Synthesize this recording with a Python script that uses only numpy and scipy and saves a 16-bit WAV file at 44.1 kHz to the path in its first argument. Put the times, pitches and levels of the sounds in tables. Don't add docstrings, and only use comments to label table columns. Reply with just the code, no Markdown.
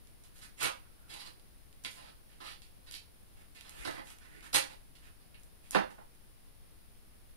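import sys
import numpy as np
from scipy import signal
from scipy.fft import rfft, irfft
from scipy.io import wavfile
from scipy.ndimage import uniform_filter1d

SR = 44100
rng = np.random.default_rng(int(sys.argv[2]) if len(sys.argv) > 2 else 0)


def boost_factor(decibels):
    exponent = np.asarray(decibels, float) / 20
    return 10 ** exponent


def int16_out(signal):
    q = np.round(np.clip(np.atleast_2d(signal).T, -1, 1) * 32767)
    wavfile.write(sys.argv[1], SR, q.astype(np.int16))


N = 324822
LEFT_LEADS = 20


def evened(x):
    return x / np.sqrt(np.mean(x ** 2) + 1e-20)


def read(points, hz):
    f, value = np.transpose(points)
    return np.interp(np.log(hz + 1), np.log(f + 1), value)


def hiss():
    # pitch in Hz, level in dB per Hz.
    noise_curve = [(10, 4.5), (25, 1), (55, -4), (100, -10), (226, -16), (500, -22), (1000, -27),
                   (2000, -29), (5300, -32), (6200, -37), (8200, -37.5), (9750, -25), (11300, -31.5),
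                   (15500, -34)]
    # pitch in Hz, left over right in dB.
    noise_lean = [(60, 3.5), (180, 3), (550, 3), (1650, 0.5), (4970, 0.5), (15000, -2.5)]
    # pitch in Hz, likeness from -1 to 1.
    noise_same = [(60, -0.35), (380, -0.22), (2380, 0.0038), (15000, -0.0031)]
    # pitch in Hz, level in dB.
    whine_lines = [(9717, -80.5), (9776, -103), (9841, -83)]
    frames, hz = N // 512 + 5, np.fft.rfftfreq(2048, 1 / SR)
    a, b, c, d = rng.standard_normal((frames, 1025, 4)).T
    same = np.clip(read(noise_same, hz), -1, 1)[:, None]
    left = a + 1j * b
    right = same * left + np.sqrt(1 - same ** 2) * (c + 1j * d)
    half_lean = read(noise_lean, hz) / 2
    level_db = read(noise_curve, hz) + np.array([half_lean, -half_lean])
    spectrum = np.array([left, right]) * boost_factor(level_db)[:, :, None]
    noise = signal.istft(spectrum, nperseg=2048, noverlap=1536)[1][:, :N]
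    noise = boost_factor(-56.5) * evened(noise)
    waver_hz = 4.02 * evened(uniform_filter1d(rng.standard_normal((2, N)), 3000))
    for line_hz, db in whine_lines:
        noise += boost_factor(db + 3) * np.sin(2 * np.pi * np.cumsum(line_hz + waver_hz, 1) / SR)
    return noise


def bumps():
    # start in seconds, level in dB, pitch in Hz.
    jolts = [
        (3.788, -19, 42.6),
        (3.869, -22, 111),
        (5.69, -35, 50),
        (5.745, -28, 70),
    ]
    t, out = np.arange(N) / SR, np.zeros(N)
    for s, db, hz in jolts:
        cycles = np.maximum(t - s, 0) * hz
        out -= boost_factor(db) * cycles ** 2 * np.exp(-2.5 * cycles) * np.sin(2 * np.pi * cycles)
    return out * np.array([[1], [-.3]])


def room_answer():
    # pitch in Hz, time to fall 60 dB in seconds.
    room_decay = [(120, 0.09), (330, 0.28), (870, 0.26), (2300, 0.27), (6000, 0.24), (12000, 0.21)]
    # pitch in Hz, likeness (below zero = opposite polarity).
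    room_same = [(60, -0.29), (130, -1.84), (290, -1.28), (640, -1.11), (1410, -0.49), (3100, -0.041),
                 (6820, -0.094), (15000, -0.041)]
    # pitch in Hz, left over right in dB.
    shelf_lean = [(60, -5), (240, -5.5), (950, -6.5), (3770, -7.5), (15000, -3)]
    size, reflections_db = SR // 2, 8
    taps = rng.standard_normal((2, size)) * (rng.random((2, size)) < .15)
    hz, t, z = signal.stft(taps, SR, nperseg=128)
    fade = boost_factor(-60 * t / read(room_decay, hz)[:, None])
    tail = signal.istft(z * fade, SR, nperseg=128)[1][:, :size]
    tail *= np.clip((np.arange(size) - 90) / 150, 0, 1)
    tail *= boost_factor(reflections_db) / np.linalg.norm(tail, axis=1, keepdims=True)
    tail[0, 64 - LEFT_LEADS] = -1
    tail[1, 64] = 1
    hz = np.fft.rfftfreq(size, 1 / SR)
    same = np.clip(read(room_same, hz), -.99, .99)
    own, right = rfft(tail)
    mixed = same * right + np.sqrt(1 - same ** 2) * own
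    left = irfft(mixed * boost_factor(read(shelf_lean, hz)), size)
    left[size * 4 // 5:] = 0
    return np.array([left, tail[1]]) / np.linalg.norm(tail[1])


def room(x, count=3):
    turn = np.pi * 7.0 * np.arange(N) / SR
    out = np.zeros((2, N))
    for k in range(count):
        share = np.sqrt(2 / count) * abs(np.cos(turn + np.pi * k / count))
        out += signal.fftconvolve((x * share)[None], room_answer(), axes=1)[:, 64:N + 64]
    return out


def ring(modes):
    t, out = np.arange(4096) / SR, np.zeros(4096)
    for k, (hz, width, db) in enumerate(modes):
        tone = np.exp(-np.pi * width * t) * np.sin(2 * np.pi * hz * t)
        out += (-1) ** k * boost_factor(db) * np.sqrt(width) * tone
    return out / np.linalg.norm(out)


def favour(x, hz, width, share):
    turn = np.exp(2j * np.pi * np.cumsum(hz) / SR)
    r = np.exp(-np.pi * width / SR)
    smooth = signal.lfilter([(1 - r) ** 2], [1, -2 * r, r ** 2], x / turn)
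    return share * x + 1.83 * (turn * smooth).real


def bodies(force):
    # pitch in Hz, width in Hz (wider dies faster), level in dB.
    plastic_modes = [(2200, 770, -4.5), (2814, 314, -3), (2997, 415, -3.5), (3616, 1030, -2.5),
                     (4256, 787, 0), (4685, 790, -2), (5780, 450, 1), (5762, 396, 0)]
    board_modes = [(539, 39, 0), (662, 98, 0.5), (800, 71, 1.5), (900, 146, 2), (1040, 160, 2.5),
                   (1310, 190, -2), (1482, 57, 0.5), (1748, 240, 3)]
    paper_modes = [(6630, 1300, -4), (7780, 700, -4.5), (8770, 1260, 0), (10300, 1640, 2),
                   (11120, 1140, 0.5), (13670, 2300, -13)]
    cabinet_modes = [(128, 63, -3.5), (193, 50, -3), (289, 55, -1), (438, 130, -6)]
    # start in seconds,
    # plastic pitch in Hz, board pitch in Hz, share of sound kept outside that band (0 to 1).
    touched = [(0, 3500, 1490, 0.56), (.56, 2800, 1090, 0.63), (.84, 3000, 1270, 0.2),
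               (1.08, 3400, 940, 0.22), (1.19, 4050, 990, 0.12), (1.7, 3200, 1500, .3),
               (1.83, 3240, 1660, 0.9), (1.93, 3500, 990, 0.48), (2.27, 2800, 1480, 0.5),
               (2.39, 3460, 1130, 0.54), (2.6, 3750, 1500, 1), (2.85, 4100, 1400, 0.26),
               (3.3, 2400, 1140, 0.3), (3.53, 3240, 1300, 0.98), (3.7, 2400, 1040, 0.1),
               (3.845, 3400, 1040, 0.75), (3.9, 3150, 855, 0.4), (4.059, 2800, 1290, 0.93),
               (4.2, 2200, 1670, 1), (4.27, 2200, 2040, 0), (4.42, 2600, 1590, 0.53),
               (4.52, 3400, 900, 0.76), (4.94, 3660, 1500, 0.9), (5.02, 2400, 1510, 0.57),
               (5.2, 4500, 1500, 0.4), (5.33, 2520, 1500, 0.15), (5.7, 4180, 1390, 0),
               (5.729, 2740, 900, 0.6), (5.96, 2500, 740, 0.26)]
    modes = (plastic_modes, board_modes, paper_modes, cabinet_modes)
    plastic, board, paper, cabinet = (signal.oaconvolve(push, ring(body))[:N]
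                                      for push, body in zip(force, modes))
    s, *columns = np.transpose(touched)
    now = np.clip(np.searchsorted(s, np.arange(N) / SR) - 1, 0, None)
    plastic_hz, board_hz, share = (column[now] for column in columns)
    plastic = favour(plastic, plastic_hz, 3500, share)
    board = favour(board, board_hz, 1450, share)
    return plastic + board + paper + cabinet


def slips():
    slips_per_s, spread_db = 5400, 1
    size = boost_factor(spread_db * np.minimum(rng.exponential(1, N), 4)) * rng.choice([-1., 1.], N)
    bunching = boost_factor(2.0 * evened(uniform_filter1d(rng.standard_normal(N), 200)))
    return evened(size * bunching * (rng.random(N) < slips_per_s / SR))


def pressed(size):
    press_share, lift_share = .35, 0.24
    u = np.arange(size) / size
    hold = np.minimum(u / press_share, (1 - u) / lift_share)
    return np.sin(np.pi / 2 * np.clip(hold, 0, 1)) ** 2


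def scrapes():
    # start in seconds, length in seconds, level in dB, first pitch in Hz, last pitch in Hz.
    toy_glides = [(.60, 0.11, -40.5, 1260, 1110), (5.03, 0.074, -68, 1800, 1600),
                  (.83, 0.05, -66.5, 1410, 1400), (0.958, 0.16, -68, 1430, 1400),
                  (1.104, .21, -57, 705, 1170), (2.402, 0.092, -52, 950, 1380),
                  (3.79, .12, -49, 2280, 1900), (3.926, 0.096, -54, 2000, 2010),
                  (4.538, 0.055, -38.5, 1600, 1520), (4.26, .18, -61.5, 1730, 2230),
                  (5.972, 0.066, -56, 950, 800)]
    out, grains = np.zeros(N), slips()
    for s, length, db, from_hz, to_hz in toy_glides:
        at = np.arange(round(s * SR), round((s + length) * SR))
        band = favour(grains[at], np.linspace(from_hz, to_hz, len(at)), width=430, share=0)
        out[at] += boost_factor(db) * pressed(len(at)) * evened(band)
    return out


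def drags():
    # start in seconds, length in seconds,
    # plastic level in dB, board level in dB, paper level in dB.
    paw_slides = [(.338, 0.066, -67.5, -70.5, -64), (.40, 0.063, -61.5, -63.5, -61.5),
                  (.562, .06, -61, -65, -60), (.592, 0.079, -39, -40.5, -45),
                  (1.072, 0.11, -53.5, -58, -61), (1.18, 0.044, -50, -60.5, -60),
                  (1.245, 0.035, -52.5, -58, -62), (1.91, 0.21, -64.5, -64, -72.5),
                  (2.43, 0.11, -55.5, -63, -63.5), (2.858, 0.037, -59.5, -65, -70),
                  (3.34, 0.098, -71.5, -70, -76), (2.915, 0.042, -61, -65, -59),
                  (3.60, 0.18, -66.5, -67, -72), (3.72, 0.18, -56.5, -56.5, -61.5),
                  (3.885, .085, -58, -53.5, -65), (3.965, 0.04, -59.5, -54.5, -69),
                  (4.03, 0.11, -66, -66, -62.5), (4.195, 0.076, -70, -67, -75),
                  (4.25, 0.16, -67.5, -61.5, -76), (4.41, 0.07, -62, -59.5, -65),
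                  (4.68, 0.066, -66, -63.5, -68.5), (5.0, 0.095, -69.5, -68.5, -74),
                  (5.615, 0.074, -69.5, -76, -75), (5.71, 0.037, -51.5, -51.5, -56)]
    scuffs = [(.234, 0.035, -65.5, -68, -65), (.842, 0.033, -72, -73, -88), (.972, .05, -88, -73, -88),
              (2.285, 0.13, -70, -73.5, -75), (2.402, 0.096, -57, -55.5, -64.5),
              (2.62, 0.043, -63.5, -82, -65), (3.546, 0.084, -61.5, -67, -64),
              (4.95, 0.031, -61.5, -77, -65), (5.205, 0.042, -72, -85, -82), (5.342, .05, -82, -68, -84),
              (5.9, 0.043, -66, -57, -66.5), (1.90, 0.084, -70, -82, -59), (1.265, 0.046, -68, -58, -75)]
    force_db, cabinet_below_board_db = 6.5, -6
    scuff_rise_s, scuff_fade_db = 0.0038, -16
    force = np.zeros((4, N))
    for rows, sudden in ((paw_slides, False), (scuffs, True)):
        for s, length, plastic_db, board_db, paper_db in rows:
            t = np.arange(0, length, 1 / SR)
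            if sudden:
                shape = np.minimum(t / scuff_rise_s, 1) * boost_factor(scuff_fade_db * t / length)
            else:
                shape = pressed(len(t))
            levels = np.array([plastic_db, board_db, paper_db, board_db + cabinet_below_board_db])
            force[:, round(s * SR):][:, :len(t)] += boost_factor(levels + force_db)[:, None] * shape
    return force * slips()


def clatter(t60, first):
    t = np.arange(4000) / SR
    size, chance = rng.standard_normal((2, len(t)))
    rebounds = size * (chance > .8) * boost_factor(-60 * t / t60)
    out = 0.44 * rebounds * np.minimum(t / 0.0021, 1)
    out[0] = first
    return out


def blows(rows, first):
    body_db = [12.06, 14.66, 15.15, 25.8]
    cabinet_below_board_db = -13.5
    force = np.zeros((4, N + 4000))
    for s, plastic_db, board_db, paper_db, t60 in rows:
        start = round(s * SR)
        levels = [plastic_db, board_db, paper_db, board_db + cabinet_below_board_db]
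        force[:, start:start + 4000] += boost_factor(np.add(levels, body_db))[:, None] * clatter(t60, first)
    return force[:, :N]


def ticks():
    # start in seconds, plastic level in dB, paper level in dB.
    claw_ticks = [(.072, -54, -53), (0.238, -62, -52), (1.140, -45, -42), (1.397, -48.5, -59),
                  (1.728, -49.5, -56), (2.6195, -48, -51), (2.9117, -35, -39.5), (2.941, -28.5, -44),
                  (3.610, -41.5, -45), (3.67, -56, -56), (3.695, -48, -39.5), (3.707, -60, -49),
                  (3.911, -40, -44), (4.072, -46.5, -54), (4.103, -47, -47.5), (4.186, -52, -49),
                  (4.222, -58, -62), (4.408, -42, -53), (4.954, -61, -62), (5.398, -59.5, -56),
                  (5.434, -57, -49.5), (5.7092, -41, -29), (5.719, -41, -37), (6.150, -58, -60)]
    board_below_plastic_db, t60_s = -25, .004
    rows = [(s, plastic_db, plastic_db + board_below_plastic_db, paper_db, t60_s)
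            for s, plastic_db, paper_db in claw_ticks]
    return bodies(blows(rows, first=.7))


def knocks():
    # start in seconds, plastic level in dB, board level in dB, paper level in dB,
    # time for the rattle to fall 60 dB in seconds.
    toy_knocks = [(.610, -33, -35, -30, 0.015), (.629, -26, -34, -20, 0.015), (.647, -30, -52, -40, 0.024),
                  (.661, -40, -23.5, -49, 0.0055), (1.837, -48, -49, -42, 0.035),
                  (1.8484, -18.5, -29, -31, 0.007), (1.862, -36, -34.5, -36, 0.0092),
                  (2.403, -42, -34.5, -55, 0.011), (2.921, -35, -53, -40, 0.027),
                  (2.950, -25.5, -69, -39, 0.019), (3.8492, -31, -31, -41.5, 0.047),
                  (3.8735, -29, -21.5, -34, 0.017), (3.9754, -46, -36.5, -63, 0.039),
                  (4.529, -28.5, -38, -35.5, 0.08), (4.541, -41, -30.5, -19.5, 0.032),
                  (4.5435, -14.5, -19, -18.5, 0.041), (4.558, -13.5, -23.5, -16.5, 0.019),
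                  (5.344, -36.5, -60, -70, 0.011), (5.7474, -19.5, -15.5, -33.5, 0.035)]
    return blows(toy_knocks, first=0.62)


def landing():
    # start in seconds, level in dB, time for the rattle to fall 60 dB in seconds.
    paw_falls = [
        (5.7478, -7.5, 0.014),
        (5.7554, -9.5, 0.023),
        (5.765, -9.5, 0.02),
        (5.7871, -19, 0.023),
        (5.980, -44, 0.1),
        (6.005, -46, 0.019),
    ]
    # pitch in Hz, width in Hz, level in dB.
    floor_modes = [(123, 42, -15.5), (202.2, 15, -2.5), (321, 23, -3.5), (410, 78, -9), (520, 41, -2),
                   (645, 72, -2.5), (785, 37, -3), (1050, 76, -3), (1320, 110, -5.5), (1396, 135, -2.5),
                   (1780, 480, -3), (2800, 340, -11), (3400, 360, -24), (4000, 520, -26)]
    force = np.zeros(N + 4000)
    for s, db, t60 in paw_falls:
        start = round(s * SR)
        force[start:start + 4000] += boost_factor(db + 9) * clatter(t60, 0.82)
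    return signal.oaconvolve(force, ring(floor_modes))[:N]


def scene():
    tick, floor = ticks(), landing()
    near = boost_factor(-2) * tick + boost_factor(-6) * floor
    straight = np.array([-.55 * np.roll(near, -LEFT_LEADS), near])
    shelves = bodies(drags() + knocks()) + scrapes()
    return room(shelves + 1.12 * tick + 1.13 * floor) + straight + bumps() + hiss()


def low_pass(x):
    return signal.sosfilt(signal.butter(12, 16340, fs=SR, output="sos"), x)


def record(dry):
    edge = signal.firwin(511, 15700, window=("kaiser", 9), fs=SR)
    mix = signal.oaconvolve(dry, edge[None], "same")
    return low_pass(mix)


dry = scene()
out = record(dry)
int16_out(out)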